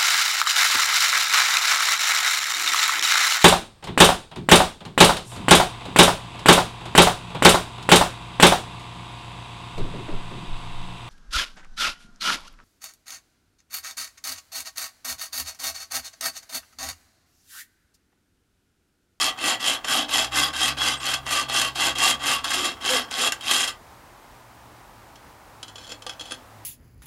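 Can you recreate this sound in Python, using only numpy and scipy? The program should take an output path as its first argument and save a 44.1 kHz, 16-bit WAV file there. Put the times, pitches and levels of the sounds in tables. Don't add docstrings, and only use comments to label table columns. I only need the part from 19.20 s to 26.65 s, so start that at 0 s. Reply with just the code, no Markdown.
import sys
import numpy as np
from scipy import signal
from scipy.fft import rfft, irfft, next_fast_len
from scipy.io import wavfile
from scipy.ndimage import map_coordinates

SR = 44100
rng = np.random.default_rng(int(sys.argv[2]) if len(sys.argv) > 2 else 0)


def bounce(signal):
    frames = np.transpose(np.atleast_2d(signal))
    limited = np.clip(frames, -1, 1)
    pcm = np.round(limited * 32767).astype(np.int16)
    wavfile.write(sys.argv[1], SR, pcm)


N = 328545

# (start [s], length [s], fastest point [0-1], level [dB], first bite [dB re level])
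STROKES = [(-0.04, 0.17, 0.51, -23, -1), (.179, 0.21, .49, -22, -9.5), (0.401, .2, 0.43, -22.5, -6.5),
           (0.643, .24, 0.4, -22.5, -8.5), (.886, 0.21, 0.36, -21.5, -7), (1.115, 0.22, 0.3, -21.5, -10.5),
           (1.335, .22, 0.51, -22.5, -6), (1.574, .22, 0.4, -22.5, -9), (1.802, 0.2, 0.46, -24, -8),
           (2.059, 0.22, 0.42, -23, -9), (2.288, 0.25, 0.37, -23, -5), (2.552, .2, 0.47, -21.5, -6.5),
           (2.756, .225, .47, -19.5, -11), (2.999, 0.23, 0.45, -21.5, -11), (3.24, 0.31, 0.55, -26.5, -1.5),
           (3.61, 0.26, 0.43, -22, -11.5), (3.909, .212, .68, -22.5, -7), (4.21, .33, .43, -21.5, -19)]
# (frequency [Hz], width [Hz], height deep in the cut [dB], height under a light touch [dB])
STEEL_MODES = [(248, 18, 20, 14.5), (294.6, 34, 18, 11), (508.5, 26, 10, 18), (671, 26, 13, 11),
               (749, 11.3, 14.5, 13), (815, 80, 13, 14.5), (1117, 27, 20.5, 8), (1183, 50, 20, 19.5),
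               (1326, 28, 12.5, 14), (1550, 112, 14, 17.5), (1640, 160, 13, 6), (1946, 41, 16.5, 11),
               (2077, 50, 13.5, 11.5), (2606, 99, 14.5, 17.5), (2746, 40, 20.5, 12.5), (3087, 71, 19.5, 21),
               (3228, 45, 22, 15), (3326, 55, 22, 22.5), (3750, 69, 15, 3), (3964, 100, 12, 13),
               (4340, 47, 14.5, 24), (4850, 260, 8, 11.5), (5288, 130, 10, 18.5), (6076, 65, 8.5, 18.5),
               (6410, 200, 3.5, 9), (7160, 220, 9, 17), (7850, 52, -13, -3), (8900, 320, 3.5, 7.5),
               (9900, 360, 2.5, 11.5), (11300, 250, -1, 8)]
# (frequency [Hz], level [dB])
CUT_COLOUR = [(30, -59), (110, -12), (170, -13), (230, -12), (420, -6.5), (720, -2.5), (1400, -4.5),
              (2300, -3.5), (3500, -5.5), (5000, -3), (8000, -3), (11500, -10), (13500, -23), (15500, -26)]
# (frequency [Hz], level [dB])
WHISTLE_COLOUR = [(5000, -25), (8000, -2), (11700, 1), (13000, -10), (15000, -21), (17000, -58)]
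# (time [s], half length [s], level [dB re grind], scatter [0-1])
GROWLS = [(3.44, .07, -6, .14), (3.665, .02, -8, .04), (3.73, .027, -1.5, .02), (4.04, .04, -8.5, .03)]
# (frequency [Hz], t60 [s])
WALL_DECAY = [(200, 0.44), (2000, 0.17), (12000, 0.095)]
# (frequency [Hz], level [dB])
WASH_COLOUR = [(15, -50), (27, -21), (40, -1.5), (52, -8), (66, -3.5), (88, -8), (118, -7), (150, -11.5),
               (290, -9.5), (440, -13), (900, -6), (1600, -14.5), (3100, -23), (15500, -32)]
# (time [s], relative level [dB], t60 [s])
SNAGS = [(.404, -23, 0.015), (1.044, -13, 0.022), (1.335, -23, 0.015), (1.938, -11, .03), (2.16, -16, .05),
         (2.352, -18, .025), (2.415, -7.5, 0.019), (2.554, -24, 0.019), (2.756, -21, .016),
         (2.783, -11.5, 0.038), (3.243, -11.5, .016), (3.3, -15.5, .08), (3.331, -12, .11),
         (3.442, -12.5, 0.13), (3.911, -17, 0.012), (4.076, -15, .03), (4.121, -7, 0.016),
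         (4.209, -21.5, 0.013), (4.261, -25, .04), (4.311, -3.5, .022), (4.333, -9.5, .04),
         (4.437, -14, 0.047), (4.472, -15.5, .11)]
# (time [s], firing rate [Hz], relative level [dB])
VEHICLE = [(.7, 48, -76), (.95, 50.6, -54), (1.22, 68.8, -43.5), (1.35, 72.9, -50), (1.5, 68.5, -44.5),
           (1.8, 66.6, -49.5), (2.85, 66.42, -51.5), (3.45, 74.8, -53), (4.2, 72, -65)]
# (frequency [Hz], level [dB re first order])
GARAGE_BOOM = [(100, 1), (135, 2.5), (146, -5)]
# (time [s], half length [s], pitch [Hz], level [dB])
SQUEALS = [(1.623, 0.02, 3320, -24.5), (1.791, 0.017, 8253, -45)]
# (time [s], pitch [Hz], relative level [dB])
FAR_DRONE = [(4.6, 115.1, -61), (5.7, 118.2, -57), (6.2, 117, -60), (6.6, 105, -52), (7.0, 105.1, -63),
             (7.4, 107, -49.5)]
# (time [s], relative level [dB])
TAPS = [(5.956, -35), (6.429, -21), (6.556, -27), (6.581, -28), (6.693, -27), (6.719, -20.5),
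        (6.821, -27.5), (6.865, -18.5), (6.894, -19), (6.995, -25), (7.009, -20.5), (7.055, -28),
        (7.109, -20), (7.119, -16.5)]
# (frequency [Hz], level [dB])
TAP_COLOUR = [(40, -45), (250, 2.5), (550, 2.5), (1150, -1.5), (1600, 0), (2700, 0), (3400, 4.5),
              (4500, -1), (7000, -1.5), (10500, -7), (13000, -17), (16000, -22)]
# (start [s], length [s], level [dB])
SLIDES = [(6.474, 0.019, -43.5), (6.551, 0.15, -48), (6.697, 0.021, -37), (6.877, 0.049, -44.5),
          (6.99, 0.16, -46)]

TOP_HZ = 15850
LIFT_OFF_S = 4.56


def amp(db):
    return 10 ** (np.asarray(db) / 20)


def unit(x):
    return x / np.sqrt(np.mean(x ** 2) + 1e-20)


def along(points, hz):
    f, v = np.transpose(points)
    return np.interp(np.log(hz + 1), np.log(f + 1), v)


def curves(rows):
    times, *columns = np.transpose(rows)
    return [np.interp(np.arange(N) / SR, times, column) for column in columns]


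def wobble(rate):
    knots = rng.standard_normal(int(N * rate / SR) + 4)
    grid = np.linspace(0, len(knots) - 1, 10 * len(knots))
    return np.interp(np.arange(N) * rate / SR, grid, map_coordinates(knots, [grid]))


def swell(s, half):
    return np.exp(-((np.arange(N) / SR - s) / half) ** 2 / 2)


def tone(hz):
    return np.sqrt(2) * np.sin(2 * np.pi * np.cumsum(hz) / SR)


def filtered(x, response):
    size = next_fast_len(N + SR // 2)
    return irfft(rfft(x, size) * response(np.fft.rfftfreq(size, 1 / SR)), size)[:N]


def arm(top_cm_per_s=50, full_effort_db=-23, mid_blade_cm=12.0, half_bite_s=0.007):
    t = np.arange(N) / SR
    speed, level, grind_offset_db = np.zeros((3, N))
    blade_cm = np.full(N, mid_blade_cm)
    for k, (start, length, fastest, db, bite_db) in enumerate(STROKES):
        direction, lean_db = (-0.9, -4.5) if k % 2 else (0.85, -6)
        now = (t >= start - half_bite_s) & (t < start + length)
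        progress = np.clip((t[now] - start) / length, 0, 1)
        pace = np.abs(np.sin(np.interp(progress, [0, fastest, 1], [0, np.pi / 2, np.pi])))
        grip = np.clip((t[now] - start + half_bite_s) / (2 * half_bite_s), 0, 1) * (1 - progress) ** 0.72
        cutting = np.tanh(1.24 * pace ** 2.28) / np.tanh(1.24)
        speed[now] = top_cm_per_s * amp(min(db - full_effort_db, 0)) * pace
        travel = np.cumsum(speed[now]) / SR
        blade_cm[now] = mid_blade_cm + direction * (travel - travel[-1] / 2)
        level[now] += amp(db) * np.hypot(cutting, amp(bite_db) * grip)
        grind_offset_db[now] = lean_db - 3 * (k == len(STROKES) - 1)
    rasp_db = 20 * np.log10(level + amp(-54))
    grind_db = rasp_db + grind_offset_db - 0.14 * (rasp_db + 27)
    return speed, blade_cm, rasp_db, grind_db


def chips(tooth_hz, scatter_db, bite, rub_db):
    teeth = np.cumsum(np.abs(tooth_hz * (1 + 0.12 * wobble(200)))) / SR
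    size = amp(scatter_db * np.clip(rng.standard_normal(N), -2, 2))[teeth.astype(int)]
    bursts = unit(size * np.exp(-(teeth % 1) / bite))
    return unit((bursts + amp(rub_db)) * rng.standard_normal(N))


def steel_ring(force, colour, band=lambda hz: 1, light_touch=False, vary_db=2.1, detune=0.0033):
    size, step = 8192, 4096
    hz = np.fft.rfftfreq(size, 1 / SR)
    centre, width, deep_db, light_db = np.transpose(STEEL_MODES)[:, :, None]
    mode_db = light_db if light_touch else deep_db
    base = amp(along(colour, hz)) * band(hz)
    out = np.zeros(N + 2 * size)
    for start in range(0, N, step):
        shift, change = rng.standard_normal((2, len(STEEL_MODES), 1))
        piece = force[start:start + step]
        if not piece.any():
            continue
        heights = amp(mode_db + vary_db * change) ** 2
        off_centre = (hz - centre * (1 + detune * shift)) / (width / 2)
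        gain = base * np.sqrt(1 + np.sum(heights / (1 + off_centre ** 2), axis=0))
        cepstrum = 2 * irfft(np.log(gain + 1e-6))[:step]
        response = irfft(np.exp(rfft(cepstrum, size)))[:step]
        response /= np.linalg.norm(response)
        out[start:][:len(piece) + step - 1] += signal.fftconvolve(piece, response)
    return out[:N]


def growl(tooth_hz, grind_db):
    in_step = sum(amp(db) * swell(s, half) * tone(tooth_hz * (1 + scatter * wobble(160)))
                  for s, half, db, scatter in GROWLS)
    return in_step * amp(grind_db + 1.48 * wobble(56)) * np.clip(tooth_hz / 250, 0, 1) ** 4


def whistle(length_cm, stiffness_hz_cm2=13000):
    out = np.zeros(N)
    for mode in range(1, 19):
        hz = stiffness_hz_cm2 * (mode / length_cm) ** 2
        flicker = amp(3.5 * wobble(45)) * wobble(800)
        out += amp(along(WHISTLE_COLOUR, hz)) * (hz < TOP_HZ) * flicker * tone(hz)
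    return out


def sawing(speed, blade_cm, rasp_db, grind_db, teeth_per_cm=10, split_hz=1900):
    tooth_hz = teeth_per_cm * speed + 25
    pressure = amp(0.76 * wobble(60)) * (np.arange(N) / SR < LIFT_OFF_S)
    force = pressure * chips(tooth_hz, scatter_db=3, bite=0.39, rub_db=-3.5)
    low = lambda hz: 1 / np.sqrt(1 + (hz / split_hz) ** 12)
    high = lambda hz: np.sqrt(1 - low(hz) ** 2)
    bright_db = np.clip(0.57 * (rasp_db + 22.5), -9, 1.5)
    treble = filtered(force, lambda hz: hz ** 4 / (hz ** 4 + 5500 ** 4)) * (pressure > 0)
    treble_gain = amp(bright_db + 0.55 * wobble(50) + 2.7 * wobble(220))
    sharp_force = force + treble * (treble_gain - 1)
    rasp = steel_ring(amp(rasp_db - 0.78) * sharp_force, CUT_COLOUR, high)
    grind = steel_ring(amp(grind_db - 0.18) * force, CUT_COLOUR, low)
    tones = growl(tooth_hz, grind_db) + amp(rasp_db + bright_db - 20) * whistle(blade_cm)
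    return rasp + grind + pressure * tones


def garage(x, hop_s=0.5):
    out, t = np.zeros(N), np.arange(N) / SR
    for centre in np.arange(0, N / SR + hop_s, hop_s):
        hz, age, noise = signal.stft(rng.standard_normal(SR // 3), SR, nperseg=256)
        decay = amp(-60 * age / along(WALL_DECAY, hz)[:, None])
        tail = signal.istft(noise * decay, SR, nperseg=256)[1]
        tail = np.pad(tail, (SR // 300, 0))
        crossfade = np.sqrt(np.clip(1 - np.abs(t - centre) / hop_s, 0, 1))
        out += signal.oaconvolve(x * crossfade, tail / np.linalg.norm(tail))[:N]
    return out


def traffic_wash(level_db=-49):
    wash = unit(filtered(rng.standard_normal(N), lambda hz: amp(along(WASH_COLOUR, hz))))
    return amp(level_db + 0.78 * wobble(11)) * wash


def blows(rows, rise_share, chatter_t60, chatter_db):
    force, t = np.zeros(N + SR), np.arange(SR // 6) / SR
    for s, db, t60 in rows:
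        rise = 1 - np.exp(-t / (rise_share * t60))
        fall = amp(-60 * t / t60) + amp(chatter_db - 60 * t / chatter_t60)
        force[round(s * SR):][:len(t)] += amp(db - 4.5) * rise * fall * rng.standard_normal(len(t))
    return force[:N]


def snagging(rasp_db, thin_hz=900, sheen_hz=14900, stray_t60=0.016, stray_count=36):
    strays = [(s, rasp_db[int(s * SR)] + 4 + 2.5 * rng.standard_normal(), stray_t60)
              for s in LIFT_OFF_S * rng.random(stray_count)]
    force = blows(list(SNAGS) + strays, rise_share=0.051, chatter_t60=0.12, chatter_db=-16)
    return steel_ring(force, CUT_COLOUR, lambda hz: hz / (hz + thin_hz) * (1 + (hz / sheen_hz) ** 4))


def vehicle():
    t = np.arange(N) / SR
    passing = (t >= VEHICLE[0][0]) & (t <= VEHICLE[-1][0])
    hz, db = curves(VEHICLE)
    hz *= 1 + 0.009 * wobble(14)
    first = amp(1.6 * wobble(11)) * tone(hz)
    second = amp(1.6 * wobble(11) + along(GARAGE_BOOM, 2 * hz)) * tone(2 * hz)
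    return amp(db - 2) * (first + second) * passing


def squeals():
    return sum(amp(db) * swell(s, half) * tone(hz * (1 + 0.0031 * wobble(150)))
               for s, half, hz, db in SQUEALS)


def far_traffic():
    hz, db = curves(FAR_DRONE)
    return amp(db - 3 + 2.2 * wobble(10)) * tone(hz * (1 + 0.02 * wobble(12)))


def seeking(attack_s=0.011, release_s=0.017, tap_t60=0.021):
    touch, t = np.zeros(N), np.arange(N) / SR
    for s, length, db in SLIDES:
        rise = np.clip((t - s) / attack_s, 0, 1)
        fall = np.exp(-np.maximum(t - s - length, 0) / release_s)
        touch += amp(db) * rise * fall
    drag = touch * chips(tooth_hz=130, scatter_db=6, bite=0.48, rub_db=-2)
    taps = blows([(s, db, tap_t60) for s, db in TAPS], rise_share=0.041, chatter_t60=0.096, chatter_db=-14)
    return steel_ring(drag + taps, TAP_COLOUR, light_touch=True)


def scene():
    speed, blade_cm, rasp_db, grind_db = arm()
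    saw = sawing(speed, blade_cm, rasp_db, grind_db) + snagging(rasp_db) + squeals() + seeking()
    return (saw + amp(-9.5) * garage(saw) + vehicle() + far_traffic() + traffic_wash())[None]


def record(dry):
    return filtered(dry[0], lambda hz: hz < TOP_HZ)[None]


dry = scene()
out = record(dry)
bounce(out)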